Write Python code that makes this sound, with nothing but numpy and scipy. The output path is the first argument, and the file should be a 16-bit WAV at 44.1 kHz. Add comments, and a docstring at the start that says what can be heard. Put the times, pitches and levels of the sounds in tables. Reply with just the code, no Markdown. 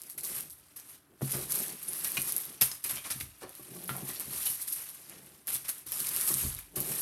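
"""Small plastic bags crinkle and snap as hands rummage in them on a table in a wooden shed: random creases
drive the film's bright and dull colours. Rumble, a short hum and faint hiss lie beneath, made of filtered
noise and a gliding sine. Bags drop and push the table's modes into a thud; beads and trinkets clack as
clusters of touches ring short partials, and thin metal parts tink on single modes.
Bags, trinkets and tinks get dense, short-lived echoes with a bright wall echo among them."""
import sys
import numpy as np
from scipy import signal
from scipy.fft import rfft, irfft
from scipy.io import wavfile

SR = 44100
rng = np.random.default_rng(int(sys.argv[2]) if len(sys.argv) > 2 else 0)


def to_linear_factor(level_db):
    """Convert decibel levels (scalar or array-like) to linear amplitude factors."""
    exponent = np.asarray(level_db, float) / 20
    return 10 ** exponent


def store_pcm(level_fs):
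    """Save levels as 16-bit WAV."""
    pcm = np.round(np.clip(level_fs, -1, 1) * 32767).astype(np.int16)
    wavfile.write(sys.argv[1], SR, np.atleast_2d(pcm).T)


N = 309141  # length in samples

# Strokes of the hands through the bags, and the near-still rests between them.
# Each row: start in seconds, length in seconds, crinkle at the start in dB, crinkle at the end in dB.
STROKES = [(0.0, 0.11, -55.5, -54.5), (.25, 0.15, -46, -41), (.54, 0.29, -65, -67), (.79, 0.022, -63, -61),
           (.87, 0.067, -52.5, -54.5), (1.05, 0.16, -79, -69), (1.29, 0.14, -38.5, -40),
           (1.52, 0.19, -32.5, -41.5), (1.72, 0.36, -53.5, -37.5), (2.05, .13, -55, -34.5),
           (2.22, 0.077, -44, -34.5), (2.36, 0.23, -39.5, -55.5), (2.66, 0.077, -39.5, -45.5),
           (2.88, .08, -41, -41.5), (2.98, 0.18, -57, -45), (3.22, 0.24, -54.5, -64),
           (3.5, .36, -55.5, -49), (3.9, 0.19, -44, -51.5), (4.09, 0.017, -36, -41),
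           (4.14, 0.12, -46, -45.5), (4.31, 0.13, -41, -36.5), (4.5, 0.15, -47.5, -46),
           (4.69, 0.038, -60, -43.5), (4.78, 0.11, -43, -49.5), (4.92, 0.49, -53, -61.5),
           (5.53, 0.054, -39, -62), (5.7, 0.083, -51, -51), (5.93, 0.37, -38, -34.5),
           (6.3, 0.18, -34.5, -36), (6.5, 0.11, -53, -49.5), (6.68, .08, -69, -64),
           (6.8, 0.12, -48.5, -36.5), (6.94, 0.08, -41.5, -32.5)]
STROKE_RISE_DB_PER_S, STROKE_FALL_DB_PER_S = 361, 250.0
# The harder the stroke, the brighter: dull body relative to a -50 dB crinkle, and its change per dB.
BODY_DB, BODY_SLOPE = -6, -0.27

# Sudden grips that crush a bag.
# Each row: start in seconds, crinkle in dB, duller body relative to it in dB, dying time t60 in seconds.
GRIPS = [(0.1, -44, -24, .17), (0.1746, -37.5, -12, .086), (0.23, -35.5, -15, 0.23),
         (.285, -47.5, -3, 0.064), (.345, -39.5, -15, 0.23), (0.498, -49, -20, 0.21),
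         (0.758, -43, -10, 0.17), (1.212, -42.5, -11, 1), (1.31, -33.5, -29, 0.13), (1.328, -43, -2, 0.3),
         (1.538, -38, -21, .097), (1.82, -50, -18, .13), (1.872, -41, -28, .13), (1.9769, -42, -22, 0.15),
         (2.043, -36, -4.5, 0.046), (2.358, -45, -24, 0.15), (2.6089, -21, -12, 0.12),
         (2.8383, -28.5, -16, 0.1), (2.893, -35.5, -5, 0.15), (2.951, -44.5, -6, .13),
         (3.04, -46, 2.5, 0.26), (3.1, -34, -5, 0.092), (3.198, -37, -10, 0.094), (3.409, -55.5, 5.5, 0.16),
         (4.073, -47, -12, .13), (4.199, -40, -7.5, 0.13), (4.337, -46, -9, 0.15),
         (4.452, -30.5, -33, 0.38), (4.5094, -38, -11, 0.1), (4.61, -33, -35, 0.091),
         (4.669, -34.5, -16.5, 0.15), (4.72, -33, -24, 0.17), (4.89, -55, -34, 0.16), (5.101, -58, 4, 0.43),
         (5.472, -34, -9, 0.45), (5.5418, -36, -11, 0.16), (5.642, -47.5, -0.5, 0.22), (5.68, -34, -9, .1),
         (5.776, -49, -17, .13), (5.86, -45.5, -7, 0.38), (5.916, -45, -2, 0.082),
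         (6.056, -31.5, -15, 0.058), (6.165, -35.5, -27, .1), (6.206, -33, -17, .08),
         (6.274, -28.5, -12.5, 0.031), (6.582, -52.5, -1, .13), (6.7548, -36.5, -9, 0.44),
         (6.91, -43, -6, .13)]
GRIP_RISE_S, GRIP_HOLD_S = 0.0051, 0.011

# The clearest single creases that snap. Each row: start in seconds, strength in dB.
SNAPS = [(.0181, -16), (.0356, -19), (.095, -25), (.0992, -10.5), (.1784, -16), (.2092, -16), (.2491, -10),
         (.2535, -12), (.4996, -24), (.5054, -17.5), (.7991, -18), (1.3104, -11), (1.829, -15.5),
         (1.9334, -9), (2.0456, -11), (2.119, -8), (2.1702, -11), (2.218, -11.5), (2.3227, -5),
         (2.3647, -3), (2.3813, -8.5), (2.403, -13), (2.4542, -9.5), (2.6194, -3), (2.8408, -18),
         (3.4339, -25), (3.4937, -24), (3.5525, -20), (3.7498, -25), (3.826, -31), (3.84, -21),
         (3.8786, -17.5), (3.894, -22), (3.966, -16), (4.198, -9), (4.89, -20), (4.895, -13), (5.0974, -20),
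         (5.4717, -10), (5.5426, -10), (5.5648, -6), (5.6924, -7), (5.8672, -15.5), (5.9203, -10),
         (6.0032, -7), (6.07, -6), (6.091, -5.5), (6.1636, -4), (6.2119, -4), (6.2901, -19), (6.384, -12),
         (6.549, -14), (6.5896, -16), (6.804, -6), (6.9195, -10)]
SNAP_BODY_DB = -25.5  # relative to the snap
# Lesser snaps come at random: how often, strength above the stroke's crinkle, spread.
STRAY_SNAPS_PER_S, STRAY_SNAP_DB, STRAY_SPREAD_DB = 25.0, 17, 6.5

# Creases of different size favour different pitches. Each entry: pitch in Hz.
EDGE_TINTS_HZ = [6100, 6600, 9200, 8900, 10800, 10500, 13400, 13300, 14400, 15100]
BODY_TINTS_HZ = [830, 1180, 1280, 1880, 2390, 2940, 3000, 3700, 4650, 5850, 6140]
# Colour of the film's bright edge. Each row: frequency in Hz, relative level in dB per Hz.
FILM_EDGE = [(2350, -48), (4000, -16), (7640, -13.5), (8810, -6.5), (10100, -5.5), (11300, 4),
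             (12100, -0.5), (15700, -20)]
# Colour of the film's duller body. Each row: frequency in Hz, relative level in dB per Hz.
FILM_BODY = [(240, -0.5), (400, -4), (817, -5), (926, -3), (1010, 0), (1090, 0), (2280, 2), (4670, 1.5),
             (8000, -1), (10400, 6.5), (17600, -120)]

# Bags and arms dragged over the table make it rumble.
# Each row: start in seconds, length in seconds, level at the start in dB, level at the end in dB.
DRAGS = [(0.0, .45, -68, -62), (1.34, 0.27, -45.5, -54), (1.62, 0.13, -49, -59), (1.9, 0.6, -56, -64.5),
         (3.71, 0.63, -50.5, -54.5), (5.0, 0.29, -65, -58.5), (6.02, 0.44, -64, -52),
         (6.8, 0.31, -45.5, -54.5)]
DRAG_RISE_DB_PER_S, DRAG_FALL_DB_PER_S, TABLE_REST_DB = 250.0, 133, -71.5
# Colour of the table rumble. Each row: frequency in Hz, relative level in dB per Hz.
RUMBLE = [(53, -8), (90, -28), (102, -24), (119, -35), (135, 4.5), (179, 2), (284, -4), (361, 3), (452, -4),
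          (480, -5.5), (700, -8), (910, -12), (1540, -120)]
# Weight comes down on the floor boards.
# Each row: start in seconds, length in seconds, level at the start in dB, level at the end in dB.
TREADS = [(.45, .12, -65, -70), (1.34, .1, -64, -60), (2.92, .02, -58, -62), (3.21, 0.04, -49, -54.5),
          (3.7, .65, -71, -61), (5.2, .03, -68, -63), (6.42, 0.14, -49, -51.5)]
TREAD_RISE_DB_PER_S, TREAD_FALL_DB_PER_S, FLOOR_REST_DB = 200.0, 120.0, -75
# Something slides over the table and hums, its pitch rising.
SLIDE_S, SLIDE_LENGTH_S, SLIDE_START_HZ, SLIDE_END_HZ, SLIDE_DB = 3.74, 0.265, 177, 186.6, -54.5

# Colour of the room hiss. Each row: frequency in Hz, relative level in dB per Hz.
HISS = [(18, -36), (30, -51), (121, 5), (252, -12), (295, 14), (336, -16), (449, -51), (616, -3), (702, -7),
        (1540, -5.5), (7090, -43), (11400, -10), (16000, -24)]
HISS_DB = -69

SHED_T60_S, SHED_DB, WALL_CUT_HZ = 0.32, -9, 16600
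WALL_ECHO_S, WALL_ECHO_DB = 0.0054, -7

# Blows on the table.
# Each row: start in seconds, strength in dB, extra on the deep modes in dB, extra on the upper modes in dB.
THUDS = [(0.237, -67, -29, 17), (1.216, -25.5, -27, -13), (1.244, -38, -30, -15), (1.337, -33.5, -17, -11),
         (1.381, -44, -9, 1.5), (2.172, -38.5, -14, -4.5), (2.61, -37, -14, -35), (2.85, -56, -40, 5),
         (2.918, -45, -14, -20), (3.147, -41.5, -20, -24), (3.22, -51.5, 0, -13), (3.434, -54, -26, 17),
         (3.593, -51.5, -17, 5), (3.703, -44, -31, -15), (3.759, -56, -27, 10), (3.9, -35, -33, -14),
         (4.019, -37.5, -35, -10), (4.09, -45, -34, 2.5), (4.267, -43, -26, -27), (4.488, -50.5, -19, -23),
         (5.54, -47.5, -32, -26), (5.861, -55, -3, -1), (6, -46.5, -32, -5), (6.303, -38, -22, -3.5),
         (6.339, -39.5, -14, -19), (6.435, -34, -1, -11), (6.459, -46.5, 6, -6), (6.765, -36.5, -11, 0),
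         (6.897, -41.5, -28, -17)]
# Modes of table top and floor. Each row: frequency in Hz, relative level in dB, t60 in seconds.
TABLE_MODES = [(46.5, 2, 0.56), (71.7, 4, 0.19), (133.6, 1.5, 0.29), (202, -0.5, 0.12), (260.3, 0, 0.14),
               (325, 8, 0.05), (368.3, -0.5, 0.19), (465, -36, 0.048), (600, -10, 0.17), (784, -9.5, 0.072),
               (1130, -6, 0.12)]
CONTACT_S = 0.0048

# Hard pieces that clack. Each row: start in seconds, first touch in dB, nominal pitch in Hz,
# clatter after it relative to the touch in dB, t60 of the clatter in seconds.
CLACKS = [(.292, -54, 2930, -17, .066), (1.21, -46.5, 604, -2, 0.021), (1.339, -57, 1200, 12, 0.066),
          (2.055, -55, 1890, 2, 0.11), (2.171, -30.5, 2460, -3.5, 0.072), (2.613, -33.5, 2620, -1.5, 0.072),
          (2.617, -38, 3350, -15, 0.11), (2.716, -32, 5300, -12, .04), (2.850, -40.5, 2430, -5, 0.083),
          (2.894, -45, 5250, -3, 0.13), (2.969, -48.5, 2460, 2, 0.13), (3.051, -56, 1260, -5, 0.34),
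          (3.106, -45.5, 2800, 0, 0.07), (3.207, -45, 2550, 4, 0.025), (3.421, -49.5, 573, -6.5, 0.23),
          (3.426, -57.5, 1850, 0, 0.14), (3.893, -31, 1490, -12, 0.13), (3.94, -60.5, 770, 6, .28),
          (4.093, -55, 1940, 0.5, 0.2), (4.16, -43.5, 4400, -1, 0.062), (4.461, -40.5, 3000, -3, 0.17),
          (5.549, -39.5, 3700, -6.5, 0.059), (5.997, -45.5, 4300, 2, .06), (6.291, -57, 607, -8, 0.048),
          (6.382, -50, 3000, -8, .06), (6.565, -53, 3740, 3, .051), (6.763, -58, 420, 3, .05)]
# Partials of a hard piece, before chance and contact damping.
# Each row: multiple of the pitch, relative level in dB, t60 in cycles of ringing.
CLACK_PARTIALS = [(.5, -43, 15), (.7, -46, 12), (.87, -32, 14), (1.002, 1.6, 74), (1.13, -3, 16),
                  (1.26, 3.5, 33), (1.5, -5.5, 50), (1.8, -0.5, 18), (2.3, -1, 32)]
CLATTER_RISE_CYCLES = 8.9  # big, low pieces gather their clatter more slowly

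# Thin metal parts that ring on a single pitch.
# Each row: start in seconds, peak in dB, frequency in Hz, t60 in seconds.
TINKS = [(1.884, -26.5, 9950, 0.053), (1.905, -40, 9800, .06), (2.17, -41, 2970, 0.15),
         (2.218, -27, 8900, 0.016), (2.62, -21.5, 5200, 0.025), (2.621, -27, 6150, 0.037)]

LOW_CUT_HZ, TOP_HZ = 60.3, 15950


def rms_one(x):
    """Scale to rms 1."""
    return x / np.sqrt(np.mean(x ** 2) + 1e-20)


def add(out, s, sound):
    """Mix a short sound in at time s."""
    at = max(round(s * SR), 0)
    out[at:at + len(sound)] += sound[:N - at]


def colour(x, spectrum):
    """Causal (minimum-phase) filter with the given spectrum; white noise of rms 1 stays rms 1."""
    hz, level_db = np.transpose(spectrum)
    grid = np.fft.rfftfreq(4096, 1 / SR) + 1  # 1 Hz up, so that the log exists
    cepstrum = irfft(np.log(to_linear_factor(np.interp(np.log(grid), np.log(hz), level_db))))
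    # folding the cepstrum forward in time makes the phase minimal
    cepstrum[1:2048] *= 2
    cepstrum[2049:] = 0
    response = irfft(np.exp(rfft(cepstrum)))
    return signal.fftconvolve(x, response / np.sqrt(np.sum(response ** 2)))[:N]


def drift(rate):
    """Slow chance of spread 1: noise through two equal poles at rate Hz, drawn every 40 samples."""
    pole = np.exp(-2 * np.pi * rate * 40 / SR)
    noise = rng.standard_normal(N // 40 + 2002)
    slow = signal.lfilter([1], [1, -2 * pole, pole * pole], noise)[2000:]  # settled part
    return np.interp(np.arange(N) / 40, np.arange(len(slow)), rms_one(slow))


def ring(clicks, hz, t60):
    """Two-pole resonator: a unit click sets a dying sine of initial height 1 ringing."""
    radius = to_linear_factor(-60 / (max(t60, 0.002) * SR))
    angle = 2 * np.pi * hz / SR
    feedback = [1, -2 * radius * np.cos(angle), radius * radius]
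    return signal.lfilter([0, np.sin(angle)], feedback, clicks + 1e-18)


def spells(rows, rise_db_per_s, fall_db_per_s):
    """Summed power of spells that swell in, glide from one level to another and fade out."""
    t, power = np.arange(N) / SR, np.full(N, 1e-16)
    for s, length_s, start_db, end_db in rows:
        end_s = s + max(length_s, 0.001)
        edges_db = rise_db_per_s * np.maximum(s - t, 0) + fall_db_per_s * np.maximum(t - end_s, 0)
        glide_db = np.interp(t, [s, end_s], [start_db, end_db])
        power += to_linear_factor(2 * (glide_db - edges_db))
    return power


def creases(per_s, spread_db, clump_db):
    """Creases of the film give way at random, in clumps, with exponential spread in dB; rms 1."""
    sizes = to_linear_factor(spread_db * np.minimum(rng.exponential(1, N), 5))
    signs = rng.choice([-1, 1], N)
    born = rng.random(N) < per_s * to_linear_factor(clump_db * drift(40.0)) / SR
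    return rms_one(sizes * signs * born)


def tinted(clicks, tints_hz, lift_db, cycles, per_s):
    """Each crease adds a short ring of its own; neighbours in time share a pitch for a moment; rms kept."""
    turns = np.cumsum(rng.random(N) < per_s / SR)
    dealt = rng.integers(0, len(tints_hz), N)[turns]
    rings = np.zeros(N)
    for k, hz in enumerate(tints_hz):
        rings += ring(clicks * (dealt == k), hz, cycles / hz) * np.sqrt(hz / SR)
    out = clicks + to_linear_factor(lift_db) * rings
    return out * np.sqrt(np.mean(clicks ** 2) / np.mean(out ** 2))


def bags():
    """Strokes, grips and snaps release creases, each with a bright edge and a duller body of the film."""
    bright_power = spells(STROKES, STROKE_RISE_DB_PER_S, STROKE_FALL_DB_PER_S)
    stroke_db = 10 * np.log10(bright_power)
    dull_power = bright_power * to_linear_factor(2 * (BODY_DB + BODY_SLOPE * (stroke_db + 50)))
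    t = np.arange(SR // 2) / SR
    for s, grip_db, grip_body_db, t60 in GRIPS:
        dying_db = -60 * np.maximum(t - GRIP_RISE_S - GRIP_HOLD_S, 0) / max(t60, 0.01)
        shape = to_linear_factor(2 * (grip_db + dying_db)) * np.minimum(t / GRIP_RISE_S, 1) ** 2
        add(bright_power, s, shape)
        add(dull_power, s, shape * to_linear_factor(2 * grip_body_db))

    film = creases(per_s=3500.0, spread_db=-1.5, clump_db=4.0)
    body_only = creases(per_s=3000.0, spread_db=1.5, clump_db=3.5)
    bright = np.sqrt(bright_power) * film
    dull = np.sqrt(dull_power) * rms_one(film + 1.33 * body_only)
    bright = tinted(bright, EDGE_TINTS_HZ, lift_db=-6.0, cycles=7.0, per_s=2400.0)
    dull = tinted(dull, BODY_TINTS_HZ, lift_db=-3.5, cycles=8.5, per_s=900.0)

    snaps = list(SNAPS)
    for k in np.flatnonzero(rng.random(N) < STRAY_SNAPS_PER_S / SR):
        stray_db = stroke_db[k] + STRAY_SNAP_DB + STRAY_SPREAD_DB * rng.standard_normal()
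        snaps.append((k / SR, stray_db))
    for s, snap_db in snaps:
        # a crease lets go in a few quick steps
        tear = rng.standard_normal(6) * to_linear_factor(-3.0 * np.arange(6))
        tear = tear / np.sqrt(np.sum(tear ** 2))
        add(bright, s, tear * to_linear_factor(snap_db))
        add(dull, s, np.sign(tear[:1]) * to_linear_factor(snap_db + SNAP_BODY_DB))
    return colour(bright, FILM_EDGE) + colour(dull, FILM_BODY)


def shifting():
    """Drags and treads swell filtered noise into rumble in table and floor; a slide hums as a rising sine."""
    dragged = np.sqrt(spells(DRAGS, DRAG_RISE_DB_PER_S, DRAG_FALL_DB_PER_S) + to_linear_factor(2 * TABLE_REST_DB))
    trodden = np.sqrt(spells(TREADS, TREAD_RISE_DB_PER_S, TREAD_FALL_DB_PER_S) + to_linear_factor(2 * FLOOR_REST_DB))
    lumps = to_linear_factor(3.44 * drift(7.2))
    table_top = colour(rng.standard_normal(N), RUMBLE) * dragged * lumps
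    floor_band = signal.butter(2, [38.0, 95.0], "band", fs=SR, output="sos")
    boards = rms_one(signal.sosfilt(floor_band, rng.standard_normal(N))) * trodden

    along = (np.arange(N) / SR - SLIDE_S) / SLIDE_LENGTH_S  # 0 to 1 over the slide
    hz = np.interp(along, [0, 1], [SLIDE_START_HZ, SLIDE_END_HZ])
    sounding = np.interp(along, [-0.07, 0, 1, 1.07], [0, 1, 1, 0])
    hum_level = np.sqrt(2) * to_linear_factor(SLIDE_DB + 2.2 * drift(8.2)) * sounding
    hum = hum_level * np.sin(2 * np.pi * np.cumsum(hz) / SR)
    return table_top + boards + hum


def room_hiss():
    """Steady white noise, coloured."""
    return to_linear_factor(HISS_DB) * colour(rng.standard_normal(N), HISS)


def shed(x, count=90):
    """Dense dying echoes, a bright smeared wall echo standing out early; they change as the hands move."""
    out, t = np.zeros(N), np.arange(SR // 3) / SR
    places = np.linspace(0, count - 1, N)
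    hard_wall = signal.butter(2, 5000.0, "high", fs=SR, output="sos")
    for k in range(count):
        tail = rng.standard_normal(len(t)) * to_linear_factor(-60 * t / SHED_T60_S)
        tail *= np.clip((t - 0.003) / 0.0018, 0, 1)
        echo_s = WALL_ECHO_S + rng.normal(0, 0.0003)
        wall = rng.standard_normal(len(t)) * np.exp(-((t - echo_s) / 0.0004) ** 2)
        wall = signal.sosfilt(hard_wall, wall)
        echoes = to_linear_factor(SHED_DB) * tail / np.sqrt(np.sum(tail ** 2))
        echoes += to_linear_factor(WALL_ECHO_DB) * wall / np.sqrt(np.sum(wall ** 2))
        # crossfade from each pattern to the next
        here = np.flatnonzero(np.abs(places - k) < 1)
        faded = x[here] * np.cos(np.pi / 2 * (places[here] - k))
        add(out, here[0] / SR, signal.fftconvolve(faded, echoes))
    return signal.sosfilt(signal.butter(1, WALL_CUT_HZ, fs=SR, output="sos"), out)


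def table():
    """Every blow pushes all modes; heavy blows reach the floor, hard ones the upper modes."""
    out = np.zeros(N)
    strengths = rng.normal(0, 1.2, (len(THUDS), len(TABLE_MODES)))
    steps = np.arange(int(CONTACT_S * SR))
    for k, (hz, level_db, t60) in enumerate(TABLE_MODES):
        deep = np.interp(np.log(hz), np.log([80, 130]), [1, 0])
        hard = np.interp(np.log(hz), np.log([220, 450]), [0, 1])
        # the mode builds up during contact
        swing = np.hanning(len(steps)) * np.sin(2 * np.pi * hz * steps / SR + 1)
        swing = swing / np.sum(np.abs(swing))
        pushes = np.zeros(N)
        for (s, blow_db, deep_db, hard_db), strength_db in zip(THUDS, strengths[:, k]):
            mode_db = blow_db + level_db + deep * deep_db + hard * hard_db + strength_db
            add(pushes, s, to_linear_factor(mode_db) * swing)
        out += ring(pushes, hz, t60)
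    return out


def trinkets():
    """A clack is one sharp touch and a clatter of further ones; all strike the piece's short partials."""
    out, t = np.zeros(N), np.arange(SR // 4) / SR
    for s, touch_db, hz, clatter_db, t60 in CLACKS:
        rise_s = CLATTER_RISE_CYCLES / hz
        swell = np.minimum(t / rise_s, 1) * to_linear_factor(-60 * np.maximum(t - rise_s, 0) / max(t60, 0.01))
        struck = rng.random(len(t)) < 1500.0 / SR  # 1500 touches per second
        touches = rng.standard_normal(len(t)) * struck * swell * to_linear_factor(clatter_db)
        touches[0] = 1
        damping = 1.1 + rise_s / 0.0057  # a slow, dragging contact stifles the ring
        chance = rng.normal(0, 1, (len(CLACK_PARTIALS), 2))
        for (multiple, level_db, cycles), (detune, strength) in zip(CLACK_PARTIALS, chance):
            partial_hz = min(hz * multiple * (1 + 0.042 * detune), 15000)
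            partial_db = touch_db + level_db + 1.74 * strength
            ringing = ring(touches, partial_hz, cycles / partial_hz / damping)
            add(out, s, to_linear_factor(partial_db) * ringing)
    return out


def tinks():
    """Each touch on thin metal rings a single dying mode."""
    out, click = np.zeros(N), np.r_[1, np.zeros(SR // 2)]
    for s, peak_db, hz, t60 in TINKS:
        add(out, s, to_linear_factor(peak_db) * ring(click, hz, t60))
    return out


def scene():
    """Bags, trinkets and tinks sound in the room; table and rumble come through the stand, without echo."""
    air = bags() + trinkets() + tinks()
    through_stand = table() + shifting()
    return (air + shed(air) + through_stand + room_hiss())[None]


def band_limit(x):
    """A steep low-pass at the top of the band."""
    return signal.sosfilt(signal.butter(12, 16810, fs=SR, output="sos"), x)


def record(dry):
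    """The microphone loses the deep bass, and the top is cut steeply."""
    bass_cut = signal.butter(4, LOW_CUT_HZ, "high", fs=SR, output="sos")
    top_cut = signal.ellip(8, 0.5, 24, TOP_HZ, fs=SR, output="sos")
    mix = signal.sosfilt(top_cut, signal.sosfilt(bass_cut, dry))
    return band_limit(mix)


dry = scene()
out = record(dry)
store_pcm(out)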